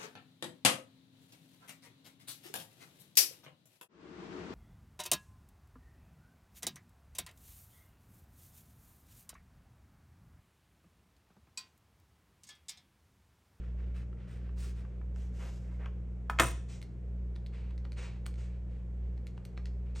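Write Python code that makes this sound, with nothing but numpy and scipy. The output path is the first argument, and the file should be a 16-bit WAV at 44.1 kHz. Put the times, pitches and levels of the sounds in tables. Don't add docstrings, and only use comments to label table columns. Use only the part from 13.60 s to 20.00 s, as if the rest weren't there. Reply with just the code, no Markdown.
import sys
import numpy as np
from scipy import signal
from scipy.fft import rfft, irfft
from scipy.io import wavfile

SR = 44100
rng = np.random.default_rng(int(sys.argv[2]) if len(sys.argv) > 2 else 0)


def pcm_store(signal):
    levels = np.round(np.clip(np.atleast_2d(signal), -1, 1) * 32767)
    wavfile.write(sys.argv[1], SR, levels.astype(np.int16).T)


N = 282240
TIME_S = np.arange(N) / SR
RING_S = TIME_S[:SR // 6]

# f/Hz, level/dB, t60/s
CASE_MODES = [(662, -5.5, 0.043), (920, -12, 0.055), (1005, -9, 0.1), (1120, -6.5, 0.039), (1276, 3, 0.022),
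              (1440, -1.5, 0.03), (1606, -6, 0.023), (1765, -5, .035), (2045, -9.5, 0.041),
              (2240, -9, 0.015), (2497, -5, 0.042), (2960, -3, .009), (3305, -4, 0.013), (4183, -9, 0.0098)]
FREE_CASE_MODES = [(1287, -1, .2), (1310, -3.5, 0.062), (1720, -8.5, 0.14)]
BOARD_MODES = [(88, -10.5, 0.18), (134, 0.5, .17), (237, -4, .16), (345, -4.5, 0.085), (464, 0.5, .05),
               (545, 1.5, 0.033), (755, -4, 0.096)]
CAP_MODES = [(2780, -10, .012), (4067, -14, 0.0041), (5940, -15, .02), (8460, -8.5, 0.03),
             (9000, -1.5, 0.012), (11230, -9.5, 0.01), (12670, -17, .006), (15300, -3, 0.0065)]
DOME_MODES = [(2120, 1, 0.011), (2680, -0.5, 0.0046), (3320, -4, 0.0049), (4130, 3.5, 0.0042),
              (4640, -2, 0.0037), (8600, -3, 0.0051), (11420, -6.5, 0.008)]
# t/s, level/dB, highpass/Hz, lowpass/Hz, relative thump/dB
KNOCKS = [(2.698, -23, 1400, 1697, -8.5), (2.7876, -21.5, 2000, 3800, -16.5),
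          (2.797, -13.5, 1105, 5000, -5.5), (2.7991, -13.5, 1089, 10980, -5),
          (2.805, -16.5, 707.6, 3000, -2)]
# t/s, click/dB, lowpass/Hz, case knock/dB
PRESSES = [(3.7616, -55, 6000, -53.5), (4.108, -62, 5000, -56.5), (4.2514, -59, 4480, -48),
           (4.664, -43.5, 16200, -43.5), (5.578, -63, 6000, -61.5), (5.7776, -63, 5000, -48.5),
           (5.976, -53.5, 3500, -44.5), (6.359, -53, 6950, -49.5)]
# t/s, click/dB, lowpass/Hz, rebound delay/s, rebound/dB re click
RELEASES = [(3.216, -51.5, 10000, .011, 4), (3.8631, -51, 7010, 0.0055, -7), (4.179, -55, 7000, .003, -9),
            (4.3204, -49.5, 6900, .0095, -8), (4.741, -56.5, 5950, 0.016, -3.5),
            (5.6691, -50, 9000, .007, -8), (5.852, -49, 11700, .004, -17), (6.057, -47, 7000, 0.013, -9)]
# t/s, length/s, scrape/dB, hiss/dB
PEN_STROKES = [(-.03, 0.19, -67.5, -83), (.15, 0.21, -68.5, -86), (.335, .12, -61, -68.5),
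               (.56, 0.18, -67.5, -90), (.66, .17, -64, -69.5), (.78, 0.18, -69.5, -87),
               (.955, 0.2, -62, -56), (1.14, 0.12, -64, -70.5), (1.22, 0.22, -74.5, -91)]
SWEEP_STROKES = [(1.53, 0.21, -69.5, -69.5), (1.7, 0.4, -64.5, -64.5), (1.785, .13, -53.5, -63.5),
                 (2.02, 0.23, -66.5, -77.5), (2.185, 0.12, -56, -82)]
HAND_STROKES = [(3.075, 0.15, -62.5, -60), (3.915, 0.16, -61.5, -75), (4.02, 0.15, -67.5, -86.5),
                (4.36, .16, -52, -59), (4.44, .18, -61.5, -78), (4.765, 0.15, -63.5, -67),
                (4.87, .15, -71, -85), (5.08, 0.18, -73, -86), (5.4, .16, -76, -95), (6.25, .11, -72, -92),
                (6.345, 0.11, -58.5, -56)]
# f/Hz, level/dB
PEN_SCRAPE = [(300, -23), (800, -3), (1300, 8), (2400, 5.5), (3600, -3.5), (6000, -13.5), (12000, -43)]
PEN_HISS = [(1000, -29), (2800, 6), (4300, 6), (7000, 4), (9000, 7.5), (11000, 0), (15500, -1)]
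SWEEP_SCRAPE = [(200, -7.5), (520, 7), (750, 0.5), (1200, 0.5), (2100, -0.5), (2900, -8), (3600, -17),
                (12000, -46)]
SWEEP_HISS = [(1000, -25), (2800, 7), (4300, 2), (7500, 4), (9500, -3), (11000, -2), (13000, -8),
              (15500, -22)]
HAND_SCRAPE = [(200, -12.5), (500, 3.5), (720, -4.5), (900, -0.5), (1300, -1.5), (1700, -1), (2400, 2.5),
               (3400, -6.5), (4400, -8.5), (6000, -22.5), (12000, -48)]
HAND_HISS = [(1000, -32), (2500, 5.5), (4300, 5.5), (5500, 6.5), (8400, 8), (11000, -10), (15500, -12.5)]
# t/s, level/dB, lowpass/Hz
TAPS = [(.529, -56.5, 2200), (.892, -56, 2500), (1.25, -53.5, 2260), (1.4144, -53.5, 2000),
        (1.5607, -53, 8000), (2.1227, -58.5, 1100), (2.244, -51, 1790), (2.259, -40, 2760)]
# offset from mains/Hz, level/dB, beat peak t/s
MOTORS = [(1.54, -46.8, 2.948), (-1.53, -53, 2.713), (-.79, -56.3, 2.637), (-1.16, -56.5, 2.821)]
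OVERTONES_DB = [-49, -52.5]
# f/Hz, level/dB
AIR_SPECTRUM = [(20, -12), (45, -4.5), (62, 3.5), (75, -8), (100, 3.5), (132, -3.5), (150, -6), (178, -2),
                (205, -9.5), (242, -5.5), (275, -13.5), (350, -10), (500, -13), (700, -23), (1100, -31),
                (2200, -35), (4500, -49), (8000, -48), (11000, -57.5), (16000, -59.5)]
# f/Hz, t60/s
ROOM_T60_S = [(100, 0.48), (500, 0.42), (1200, 0.34), (2500, 0.43), (4300, 0.44), (8000, 0.41),
              (16000, 0.093)]
# f/Hz, gain/dB
ROOM_COLOUR_DB = [(200, 3), (1100, -1.5), (2000, -1.5), (4400, -2), (6500, 3), (9000, -4), (15000, 1.5)]
# f/Hz, gain/dB
MIC_DB = [(6000, -1), (9000, -2.5), (11200, -0.5), (12800, -10.5), (14000, -5.5), (15300, -6)]
# f/Hz, phase lead/rad
PORT_LEAD_RAD = [(20, 0), (1700, -.2), (3200, .65), (4200, .65), (5500, 0), (8500, 0), (10200, -np.pi),
                 (11900, -2 * np.pi), (12400, -2 * np.pi), (15500, -4 * np.pi)]
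# f/Hz, gain/dB
BALANCE_DB = [(60, -0.43), (125, 1.97), (500, 1.5), (1500, 0.24)]

BOUNCE_GAP_S, BOUNCE_GAP_RATIO, BOUNCE_LOSS_DB, BOUNCE_CORNER_RATIO = .0142, 0.97, 5, 0.88
RATTLE_START_S, RATTLE_LENGTH_S, RATTLE_DB, RATTLE_FALL_DB = 2.8, .118, -28, 19
BUCKLE_LEAD_S, BUCKLE_DB, RELEASE_KNOCK_DB = 0.0052, -6.5, -12.5
MAINS_HZ, MAINS_DB, AIR_DB = 60, -38.5, -52
MIC_LOWPASS_HZ = 15900
SIDE_SIGN = np.array([[1], [-1]])


def set_down():
    out = np.zeros(N)
    for s, db, low_hz, high_hz, thump_db in landing():
        knock = strike(CASE_MODES, low_hz, high_hz, crack_db=-7.5, crack_s=.0035, scatter=.012)
        thump = strike(BOARD_MODES, 94, 1000, crack_db=1, crack_s=.015, scatter=.015)
        jolt = strike(CAP_MODES, 4000, 15000, crack_db=-5, crack_s=.012, scatter=.081)
        add(out, s, undb(db) * knock)
        add(out, s, undb(db + thump_db - 3) * thump)
        add(out, s + .001, undb(db - 20) * jolt)
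    edge_ring = strike(FREE_CASE_MODES, 600, 3000, crack_db=-18.5, crack_s=.002, scatter=.0035)
    add(out, KNOCKS[0][0], undb(-33) * edge_ring)
    return out + rattle(hops=12)


def landing():
    knocks, gap_s = list(KNOCKS), BOUNCE_GAP_S
    for _ in range(3):
        s, db, low_hz, high_hz, thump_db = knocks[-1]
        corners_hz = low_hz * BOUNCE_CORNER_RATIO, high_hz * BOUNCE_CORNER_RATIO
        knocks.append((s + gap_s, db - BOUNCE_LOSS_DB, *corners_hz, thump_db))
        gap_s *= BOUNCE_GAP_RATIO
    return knocks


def rattle(hops):
    out = np.zeros(N)
    for hop, (late, weakness) in enumerate(rng.random((hops, 2))):
        progress = (hop + late) / hops
        db = RATTLE_DB - RATTLE_FALL_DB * progress ** 2 - 5.6 * weakness
        tick = strike(CAP_MODES, 3000, 13000, crack_db=-8.5, crack_s=.0015, scatter=.02)
        add(out, RATTLE_START_S + progress * RATTLE_LENGTH_S, undb(db) * tick)
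    for progress, weakness in rng.random((36, 2)):
        db = -38 - 13 * progress - 7 * weakness
        tick = strike(CAP_MODES, 2000, 15000, crack_db=-6.5, crack_s=.0064, scatter=.021)
        add(out, RATTLE_START_S + progress * RATTLE_LENGTH_S, undb(db) * tick)
    return out


def keys():
    out = np.zeros(N)
    for s, db, high_hz, knock_db in PRESSES:
        add(out, s - BUCKLE_LEAD_S, dome_snap(db + BUCKLE_DB, high_hz=5000))
        add(out, s, dome_snap(db, high_hz) + key_stop(knock_db))
    for s, db, high_hz, rebound_s, rebound_db in RELEASES:
        add(out, s, dome_snap(db, high_hz) + key_stop(db + RELEASE_KNOCK_DB))
        add(out, s + rebound_s, dome_snap(db + rebound_db, high_hz))
    s, db = max(PRESSES, key=lambda press: press[1])[:2]
    flick = strike(CAP_MODES, 5300, 12000, crack_db=-1, crack_s=.0023, scatter=.023)
    add(out, s, undb(db + 1) * flick)
    return out


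def dome_snap(db, high_hz):
    return undb(db) * strike(DOME_MODES, 2400, high_hz, crack_db=-11.5, crack_s=.0031, scatter=.041)


def key_stop(db):
    return undb(db) * strike(CASE_MODES, 400, 2000, crack_db=12, crack_s=.0031, scatter=.076)


def strike(modes, low_hz, high_hz, crack_db, crack_s, scatter):
    hz, db, t60_s = np.transpose(modes)[:, :, None]
    detune, spread_db = rng.standard_normal((2, len(modes), 1))
    sign = rng.choice([-1, 1], (len(modes), 1))
    decay = undb(db + spread_db - 60 * RING_S / t60_s)
    partials = sign * decay * np.sin(2 * np.pi * hz * (1 + scatter * detune) * RING_S)
    ring = partials.sum(axis=0) / np.sqrt(np.sum(undb(db) ** 2))
    crack = rng.standard_normal(len(RING_S)) * undb(crack_db) * np.exp(-RING_S / crack_s)
    blow = contact(ring + crack, low_hz, high_hz)
    return blow / np.sqrt(np.sum(blow ** 2) / (.002 * SR))


def contact(x, low_hz, high_hz):
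    highpass = signal.butter(1, min(low_hz, .4 * SR), "high", fs=SR, output="sos")
    lowpass = signal.butter(2, min(high_hz, .45 * SR), fs=SR, output="sos")
    return signal.sosfilt(lowpass, signal.sosfilt(highpass, x))


def paper():
    out = slide(PEN_STROKES, PEN_SCRAPE, PEN_HISS,
                peak_share=.29, hiss_power=1.54, grain_db=2, stutter_db=1.1)
    out += slide(SWEEP_STROKES, SWEEP_SCRAPE, SWEEP_HISS,
                 peak_share=.34, hiss_power=1.2, grain_db=1.5, stutter_db=1)
    out += slide(HAND_STROKES, HAND_SCRAPE, HAND_HISS,
                 peak_share=.22, hiss_power=1.5, grain_db=.7, stutter_db=1.2)
    for s, db, high_hz in TAPS:
        tap = strike(CASE_MODES, 300, high_hz, crack_db=.5, crack_s=.0012, scatter=.09)
        add(out, s, undb(db) * tap)
    return out


def slide(strokes, scrape_spectrum, hiss_spectrum, peak_share, hiss_power, grain_db, stutter_db):
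    scrape, hiss = np.zeros((2, N))
    for s, length_s, scrape_db, hiss_db in strokes:
        on = slice(*np.searchsorted(TIME_S, [s, s + length_s]))
        progress = (TIME_S[on] - s) / length_s
        speed = np.sin(np.pi / 2 * np.interp(progress, [0, peak_share, 1], [0, 1, 0]))
        scrape[on] = np.hypot(scrape[on], undb(scrape_db) * speed)
        hiss[on] = np.hypot(hiss[on], undb(hiss_db) * speed ** hiss_power)
    grain = unit_rms(undb(grain_db * wander(900) + stutter_db * wander(70)))
    return grain * (scrape * noise(scrape_spectrum) + hiss * noise(hiss_spectrum))


def hum():
    phase = 2 * np.pi * MAINS_HZ * TIME_S
    tone = undb(MAINS_DB + .4 * wander(8)) * unit_rms(np.sin(phase))
    for beat_hz, db, peak_s in MOTORS:
        tone += undb(db) * unit_rms(np.sin(phase + 2 * np.pi * beat_hz * (TIME_S - peak_s)))
    for harmonic, db in enumerate(OVERTONES_DB, 2):
        tone += undb(db + .5 * wander(2)) * unit_rms(np.sin(harmonic * phase))
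    return tone


def ventilation():
    highpass = signal.butter(1, 260, "high", fs=SR, output="sos")
    side = signal.sosfilt(highpass, noise(AIR_SPECTRUM))
    return undb(AIR_DB) * (noise(AIR_SPECTRUM) + undb(-5.5) * side * SIDE_SIGN)


def room(x, wet_db, early_db, side_db):
    mid, side = (signal.fftconvolve(x, room_tail(early_db))[:N] for _ in range(2))
    return x + undb(wet_db) * (mid + undb(side_db) * side * SIDE_SIGN)


def room_tail(early_db):
    hz, s, cells = signal.stft(rng.standard_normal(SR * 2 // 3), SR, nperseg=256)
    walls = undb(-60 * s / lookup(ROOM_T60_S, hz)[:, None])
    early = undb(early_db - 60 * s / .09)
    colour = undb(lookup(ROOM_COLOUR_DB, hz))[:, None]
    tail = signal.istft(cells * (walls + early) * colour, SR)[1]
    tail *= 1 - np.exp(-(TIME_S[:len(tail)] / .0046) ** 2)
    return tail / np.sqrt(np.sum(tail ** 2))


def undb(db):
    return 10 ** (np.asarray(db) / 20)


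def unit_rms(x):
    return x / np.sqrt(np.mean(x ** 2))


def lookup(points, hz):
    point_hz, value = np.transpose(points)
    return np.interp(np.log(np.maximum(hz, 1)), np.log(point_hz), value)


def noise(spectrum):
    gain = undb(lookup(spectrum, np.fft.rfftfreq(N, 1 / SR)))
    return unit_rms(irfft(rfft(rng.standard_normal(N)) * gain, N))


def wander(rate_hz):
    knots = rng.standard_normal(N // 10)
    return np.interp(TIME_S * rate_hz, np.arange(len(knots)), knots)


def add(track, s, sound):
    start = int(s * SR)
    track[start:start + len(sound)] += sound[:N - start]


def scene():
    desk = room(set_down(), wet_db=-10, early_db=-3, side_db=-8.5)
    desk += room(keys(), wet_db=-7.5, early_db=4.5, side_db=-13.5)
    desk += room(paper(), wet_db=-8.5, early_db=-1, side_db=-10)
    return desk + hum() + ventilation()


def record(dry):
    hz = np.fft.rfftfreq(2 * N, 1 / SR)
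    phase_rad = SIDE_SIGN / 2 * lookup(PORT_LEAD_RAD, hz)
    gain = undb(lookup(MIC_DB, hz) + SIDE_SIGN / 2 * lookup(BALANCE_DB, hz))
    heard = irfft(rfft(dry, 2 * N) * gain * np.exp(1j * phase_rad))[:, :N]
    lowpass = signal.ellip(8, .2, 70, MIC_LOWPASS_HZ, fs=SR, output="sos")
    return signal.sosfilt(lowpass, heard)


dry = scene()
out = record(dry)
pcm_store(out)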